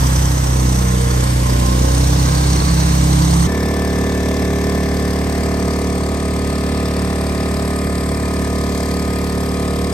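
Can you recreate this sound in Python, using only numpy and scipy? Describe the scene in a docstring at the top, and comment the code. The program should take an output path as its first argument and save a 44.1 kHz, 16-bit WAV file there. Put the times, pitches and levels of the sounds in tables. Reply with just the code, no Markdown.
"""A long-tail boat driven by a single-cylinder four-stroke, heard from two seats, one after the other.
Facing the bow, the throttle hunts: 32 firings/s sag to 30.5 and climb to 34; the colour shifts at 1.4-2.4 s.
From 3.47 s, facing the stern, it holds near 36.5 firings/s; the colour shifts at 4.3-6.6 s and levels sink.
Throughout: cosines at multiples of the firing rate boom, casing resonators ring when knocked each cycle,
two sines whine with the shaft, and noise bands of wash, clatter and treble hiss throb with the cycle."""
import sys
import numpy as np
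from scipy import signal
from scipy.fft import rfft, irfft, next_fast_len
from scipy.io import wavfile
from scipy.ndimage import uniform_filter1d

SR = 44100
rng = np.random.default_rng(int(sys.argv[2]) if len(sys.argv) > 2 else 0)


def digitize_waveform(pressure):
    """Quantize a signal to 16-bit integers and store it at the path in sys.argv[1].

    Rows of a 2-D input are taken as channels; values are limited to [-1, 1].
    """
    field = np.atleast_2d(pressure).T
    bounded = np.clip(field, -1, 1)
    quanta = np.round(bounded * 32767).astype(np.int16)
    wavfile.write(sys.argv[1], SR, quanta)


N = 437913
SWITCH_S, SWITCH_FADE_S = 3.466, 0.0062  # bow seat to stern seat


def undb(db):
    """Amplitude factor of a level in dB."""
    return 10 ** (np.asarray(db) / 20)


def unit(x):
    """Scale to RMS 1."""
    return x / np.sqrt(np.mean(x ** 2))


def over_hz(table, hz, axis=1):
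    """One column of a table, interpolated over log frequency."""
    table = np.array(table, float)
    return np.interp(np.log(hz + 1), np.log(table[:, 0] + 1), table[:, axis])


def ramp(t, span, ends):
    """Straight line across the span, constant outside it."""
    return np.interp(t, span, ends)


def bump(t, centre_s, length_s):
    """Gaussian bell of peak 1."""
    return np.exp(-((t - centre_s) / length_s) ** 2)


def walk(rate_hz, size):
    """Random levels held 1 / rate_hz and smoothed twice; spread near 1."""
    hold = int(SR / rate_hz)
    steps = np.repeat(rng.standard_normal(size // hold + 1), hold)
    return 1.62 * uniform_filter1d(uniform_filter1d(steps, hold), hold)[:size]


def boom(turn, strokes, slow, fast, blend, waver_db, drift_rad):
    """Multiples of the firing rate, each drifting slowly in level and phase over several firings."""
    n = len(turn)
    multiples, slow_levels_db = np.transpose(slow)
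    fast_levels_db = np.array(fast)[:, 1]
    tops, places = np.transpose(strokes)
    # a place in the cycle turns the phase by that share from one multiple to the next
    late = np.cumsum(places[np.searchsorted(tops, multiples)])
    lags = late - late[1]
    early = walk(4, n)  # the upper multiples come early or late together
    out = 0
    for k, slow_db, fast_db, lag in zip(multiples, slow_levels_db, fast_levels_db, lags):
        loose = min(k / 8, 1.5)  # the lowest multiples are the steadiest
        db = slow_db + blend * (fast_db - slow_db) + loose * waver_db * walk(4.03, n)
        shift_rad = drift_rad * (loose * walk(9, n) + (k - 2) / 5 * early)
        out = out + undb(db) * np.cos(2 * np.pi * (k * turn - lag) + shift_rad)
    return unit(out)


def casing(t, turn, modes, shift_s, scatter_db):
    """Casing resonances knocked once a cycle, each at its own moment, ring briefly."""
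    loose_hz = 3000  # parts above this rattle loosely: noise bursts, never twice the same
    out = 0
    for hz, width_hz, before_db, after_db, place in modes:
        cycle = (turn - place + 1).astype(int)
        strength = undb(scatter_db * rng.standard_normal(cycle[-1] + 1))
        knock = np.diff(cycle, prepend=cycle[0]) * strength[cycle]
        if hz > loose_hz:
            knock = uniform_filter1d(knock, size=150) * rng.standard_normal(len(t))
        resonator = signal.iirpeak(hz, hz / width_hz, SR)
        ring = signal.lfilter(*resonator, signal.lfilter(*resonator, knock))
        out = out + undb(ramp(t, shift_s, (before_db, after_db))) * unit(ring)
    return out


def whine(turn, multiple, db, flutter):
    """A sine locked to the shaft, as from fan fins or gear teeth, fluttering in level and phase."""
    n = len(turn)
    level = np.sqrt(2) * undb(db + 4 * flutter * walk(8, n))
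    return level * np.sin(2 * np.pi * multiple * turn + flutter * walk(25, n))


def hiss(turn, low, high, treble_blend, throb, like, levels_db):
    """Rumble, clatter and treble hiss: noise bands that swell once a cycle, each swell its own size."""
    # moment of the main puff: f/Hz, place in the cycle/turns
    throb_place = [(700, -.04), (4000, .025)]
    bands_hz = np.r_[np.geomspace(40, 900, 9), np.geomspace(1100, 16000, 26)]
    n, size = len(turn), next_fast_len(len(turn))
    bins_hz = np.arange(size // 2 + 1) * SR / size
    treble_from_hz = high[0][0][0]
    colour_db = np.where(bins_hz < treble_from_hz, over_hz(low, bins_hz), over_hz(high[0], bins_hz))
    left, other = rfft(rng.standard_normal((2, size))) * undb(colour_db)
    like = np.clip(over_hz(like, bins_hz), 0, 1)
    both = np.array([left, like * left + np.sqrt(1 - like ** 2) * other])
    marks = np.arange(int(turn[-1]) + 2)
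    shared = rng.standard_normal(len(marks))
    layers = np.zeros((3, 2, n))  # rumble, clatter, treble
    for hz, peak in zip(bands_hz, np.eye(len(bands_hz))):
        layer = int(hz > 500) + int(hz > 2700)
        place = turn - over_hz(throb_place, hz)
        puff = np.interp(place, marks, .4 * shared + 1.2 * rng.standard_normal(len(marks)))
        main = np.exp(1.25 * (np.cos(2 * np.pi * place) - 1))
        # a weaker swell leads up to the main one
        lead = 0.15 * np.exp(0.5 * (np.cos(2 * np.pi * (place + 0.42)) - 1))
        throb_db = over_hz(throb, hz) + over_hz(throb, hz, axis=2) * puff
        db = (main + lead) * throb_db + 0.98 * walk(2.31, n)
        if layer == 2:
            db = db + treble_blend * (over_hz(high[1], hz) - over_hz(high[0], hz))
        band = irfft(both * np.interp(bins_hz, bands_hz, peak), size)[:, :n]
        layers[layer] += undb(db) * band
    out = 0
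    for x, db in zip(layers, levels_db):
        half_second_rms = np.sqrt(uniform_filter1d((x ** 2).mean(0), SR // 2))
        out = out + undb(db) * x / half_second_rms
    return out


def seat(t, speed, start, engine_db, shift_s, blends, whines_db, strokes, slow, fast, blend, case,
         low, high, throb, like, waver_db, drift_rad, flutter, rumble_db):
    """Engine and wash at one seat, all locked to the integral of the firing rate."""
    # brief level changes: t/s, length/s, boom and rumble change/dB, treble hiss change/dB
    wavers = [(6.15, .25, -0.5, -0.7), (8.8, 0.14, -0.7, 1.7)]
    # brief swells of the low rumble: t/s, length/s, gain/dB
    surges = [(1.522, 0.097, 4), (2.596, 0.12, 3.5), (5.45, 0.055, 4)]
    boom_db, clatter_db, treble_db = engine_db
    boom_db = boom_db + sum(db * bump(t, s, length) for s, length, db, _ in wavers)
    treble_db = treble_db + sum(db * bump(t, s, length) for s, length, _, db in wavers)
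    surge_db = sum(db * bump(t, s, length) for s, length, db in surges)
    firing_hz = np.interp(t, *np.transpose(speed))
    turn = start + np.cumsum(firing_hz) / SR + firing_hz[0] * (t[0] - speed[0][0])
    tone = undb(boom_db) * boom(turn, strokes, slow, fast, blend, waver_db, drift_rad)
    tone = tone + casing(t, turn + 1, case, shift_s, scatter_db=3.0)
    for multiple, db in zip((34, 48), whines_db):
        tone = tone + whine(turn, multiple, ramp(t, shift_s, db), flutter)
    levels_db = boom_db + rumble_db + surge_db, clatter_db, treble_db
    treble_blend = np.clip(ramp(t, shift_s, blends), 0, 1)
    return tone + hiss(turn + 1, low, high, treble_blend, throb, like, levels_db)


def stereo(x, phase, balance):
    """The phone's stereo: left and right differ in phase and level by frequency."""
    size = next_fast_len(x.shape[1])
    bins_hz = np.arange(size // 2 + 1) * SR / size
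    half_phase = np.exp(.5j * np.interp(bins_hz, *np.transpose(phase)))
    half = undb(over_hz(balance, bins_hz) / 2) * half_phase
    return irfft(rfft(x, size) * np.array([half, 1 / half]), size)[:, :x.shape[1]]


def bow_seat(t):
    """Facing the bow: the throttle hunts; effort raises the levels, speed reweights the multiples."""
    # firing rate: t/s, f/Hz
    speed = [(0.0, 32.104), (.33, 32.314), (.62, 31.506), (1.57, 30.548), (1.9, 31.874), (2.5, 33.12),
             (3.46, 33.925)]
    # how hard the engine pulls: t/s, effort/0-1
    effort_table = [(0, 0.96), (.5, 0.12), (1.5, 0), (2.2, 0.93), (2.95, 0.7), (3.2, 0.88), (3.46, 0.8)]
    # boom at low and high speed: multiple of the firing rate, relative level/dB
    slow, fast = [(1, -26), (2, 2.5), (3, -10), (4, 2), (5, -11), (6, -7.5), (7, -22), (8, -13), (9, -15.5),
                  (10, -16.5), (11, -19.5), (12, -33), (13, -35), (14, -24), (15, -17.5), (16, -25),
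                  (17, -20.5), (18, -26), (19, -20.5), (20, -32)], [(1, -32), (2, 0), (3, -12.5), (4, -3.5), (5, -3.5), (6, -31.5),
                                    (7, -29.5), (8, -20.5), (9, -11.5), (10, -59), (11, -30), (12, -26.5),
                                    (13, -38), (14, -27), (15, -23), (16, -34), (17, -22), (18, -28),
                                    (19, -28.5), (20, -27.5)]
    # moment each range of multiples speaks: up to multiple, place in the cycle/turns
    strokes = [(4, .72), (5, .4), (99, .78)]
    # casing: f/Hz, width/Hz, level before shift/dB, level after/dB, place in the cycle/turns
    case = [(860, 70, -44, -44, .92), (1045, 40, -38, -38, .97), (4250, 300, -55, -41, .3)]
    # noise of hull and wash: f/Hz, relative level/dB
    low = [(30, -25), (70, -9), (140, -11.5), (280, -17), (500, -21), (700, -13.5), (1050, -13.5),
           (1400, -20), (1750, -19.5), (2050, -19.5), (2450, -24)]
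    # treble hiss, two colours to blend, narrow gaps near 10.3 and 13.7 kHz, each: f/Hz, relative level/dB
    high = ([(2500, -26), (3000, -16), (4200, -18.5), (4800, -17.5), (6100, -13), (7300, -19.5),
            (8600, -15), (9500, -21.5), (10300, -33.5), (11400, -19), (12900, -28), (13700, -56),
            (14700, -24), (16000, -41)], [(2500, 0), (3000, -16), (4200, -6), (4800, -11.5), (5900, -8),
            (7400, -15), (8400, -9), (9500, -15.5), (10300, -35), (11600, -19.5), (12900, -26),
            (13700, -46), (14800, -27), (16000, -34)])
    # noise throb: f/Hz, depth/dB per unit swell, scatter/dB per unit swell and puff
    throb = [(100, 0, .5), (700, 3, .8), (2000, 2, 1), (3300, 2, 1), (4200, 5, 3), (5000, 3, 1.5),
             (6000, 4, 2.5), (7300, 2, 1), (8500, 4, 2), (12000, 2, 1.5)]
    # likeness of left and right noise: f/Hz, likeness/0-1
    like = [(60, .97), (300, .85), (700, .7), (2000, .5), (5000, .4), (9000, .55), (10500, .95)]
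    # stereo: f/Hz, left lead/rad; f/Hz, left minus right/dB
    phase, balance = [(0, 0), (250, -.2), (380, -1), (600, -2.5), (1000, -4), (2400, -4.7), (9500, -5.1)], [(60, 0), (110, -1.5), (200, -2.5), (380, -2.5), (700, -6.5),
                                         (1290, -4), (2380, -2.5), (4400, 0.5), (8120, -1), (15000, -0.5)]

    effort = np.interp(t, *np.transpose(effort_table))
    # boom, clatter, treble: level at no effort plus what full effort adds
    engine_db = -15 + 4 * effort, -28.5 + 2 * effort, -28 + 2.5 * effort
    blend = ramp(np.interp(t, *np.transpose(speed)), (31.46, 32.81), (0, 1))  # by firing rate, Hz
    sound = seat(t, speed, start=.754, engine_db=engine_db, shift_s=(1.44, 2.4), blends=(0, 0.65),
                 whines_db=((-45, -46), (-48, -49)),  # low, high: before and after the shift
                 strokes=strokes, slow=slow, fast=fast, blend=blend, case=case,
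                 low=low, high=high, throb=throb, like=like,
                 waver_db=2, drift_rad=.3, flutter=1.1,
                 rumble_db=-12.5)  # relative to the boom
    return stereo(sound, phase, balance)


def stern_seat(t):
    """Facing the stern: steady speed, levels sinking slowly, some multiples louder before the shift."""
    # firing rate: t/s, f/Hz
    speed = [(3.475, 36.595), (6.7, 36.562), (8, 36.403), (9.93, 36.599)]
    # boom: multiple of the firing rate, relative level/dB
    orders = [(1, -18.5), (2, 1), (3, -7.5), (4, -9.5), (5, -2.5), (6, -6.5), (7, -4), (8, -7), (9, -17.5),
              (10, -11.5), (11, -6.5), (12, -17), (13, -10), (14, -15), (15, -53), (16, -15), (17, -17),
              (18, -12.5), (19, -14), (20, -54), (21, -20), (22, -18.5), (23, -37), (24, -49), (25, -41),
              (26, -23), (27, -23), (28, -18), (29, -25), (30, -21), (31, -57), (32, -22), (33, -36)]
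    # moment each range of multiples speaks: up to multiple, place in the cycle/turns
    strokes = [(4, .69), (5, .42), (9, .25), (12, .63), (19, .99), (99, .9)]
    # casing: f/Hz, width/Hz, level before shift/dB, level after/dB, place in the cycle/turns
    case = [(1612, 67, -45.5, -53, .93), (1770, 100, -47, -45.5, 0.089), (2090, 80, -44, -45.5, 0.946),
            (2224, 75, -45.5, -56, 0.93), (2400, 72, -59, -45.5, .1), (5090, 340, -69, -47.5, 0.018)]
    # noise of hull and wash: f/Hz, relative level/dB
    low = [(30, -34), (55, -10.5), (90, -9), (160, -3), (330, -15.5), (670, -6), (870, -12.5), (1040, -9),
           (1400, -16.5), (1750, -13), (1930, -12.5), (2150, -13), (2450, -16)]
    # treble hiss, two colours to blend, narrow gaps near 10.3 and 13.7 kHz, each: f/Hz, relative level/dB
    high = ([(2500, -19), (2950, -10), (3400, -5.5), (4300, -16), (6200, -3.5), (7200, -15), (8300, -13.5),
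            (9400, -18), (10300, -59), (11300, -18.5), (13000, -13), (13700, -49), (15000, -26),
            (16000, -39)], [(2500, -9), (2950, -1), (3700, -1.5), (4300, 1), (5000, -3.5), (6900, -6),
            (8300, -1.5), (9400, -4), (10300, -32.5), (11500, -10.5), (13000, -19), (13700, -32),
            (15000, -22), (16000, -27)])
    # noise throb: f/Hz, depth/dB per unit swell, scatter/dB per unit swell and puff
    throb = [(100, 1, .5), (700, 5, .7), (2000, 4, .8), (3000, 3, 1), (3800, 7, 1.5), (5100, 11, 1.5),
             (6800, 5, 1), (8100, 14, 1.5), (9400, 8, 1.5), (12000, 9, 1.5)]
    # likeness of left and right noise: f/Hz, likeness/0-1
    like = [(60, .97), (300, .9), (700, .7), (2000, .5), (5000, .45), (9000, .65), (10500, .95)]
    # stereo: f/Hz, left lead/rad; f/Hz, left minus right/dB
    phase, balance = [(0, 0), (250, .25), (450, .4), (700, 1.1), (1300, 1.2), (9500, 1.1)], [(60, -1.5), (110, 1), (200, -3.5), (380, 0), (700, -0.5),
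                                           (1290, 4.5), (2380, 0.5), (4400, 2.5), (8120, 0.5),
                                           (15000, -0.5)]

    shift_s = 4.3, 6.6
    since_s = t - SWITCH_S
    # boom, clatter, treble: first level, sinking in dB/s
    engine_db = -17 - 0.21 * since_s, -30.5 - 0.28 * since_s, -33 - 0.14 * since_s
    early = [(k, db + 2 * (10 <= k <= 14)) for k, db in orders]
    sound = seat(t, speed, start=.262, engine_db=engine_db, shift_s=shift_s, blends=(0.54, 0.94),
                 whines_db=((-47, -38), (-37, -48)),  # low, high: before and after the shift
                 strokes=strokes, slow=early, fast=orders, blend=ramp(t, shift_s, (0, 1)), case=case,
                 low=low, high=high, throb=throb, like=like,
                 waver_db=.7, drift_rad=.13, flutter=.35,
                 rumble_db=-11.0)  # relative to the boom
    return stereo(sound, phase, balance)


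def scene():
    """The bow seat, then the stern seat, joined by a short linear crossfade."""
    t = np.arange(N) / SR
    fade_start, fade_end = int(SWITCH_S * SR), int((SWITCH_S + SWITCH_FADE_S) * SR)
    later = np.clip((t - SWITCH_S) / SWITCH_FADE_S, 0, 1)
    out = np.zeros((2, N))
    out[:, :fade_end] += (1 - later[:fade_end]) * bow_seat(t[:fade_end])
    out[:, fade_start:] += later[fade_start:] * stern_seat(t[fade_start:])
    return out


def record(dry):
    """The phone cuts the top: a steep elliptic low-pass at 15750 Hz."""
    return signal.sosfilt(signal.ellip(10, .2, 80, 15750, fs=SR, output="sos"), dry)


dry = scene()
out = record(dry)
digitize_waveform(out)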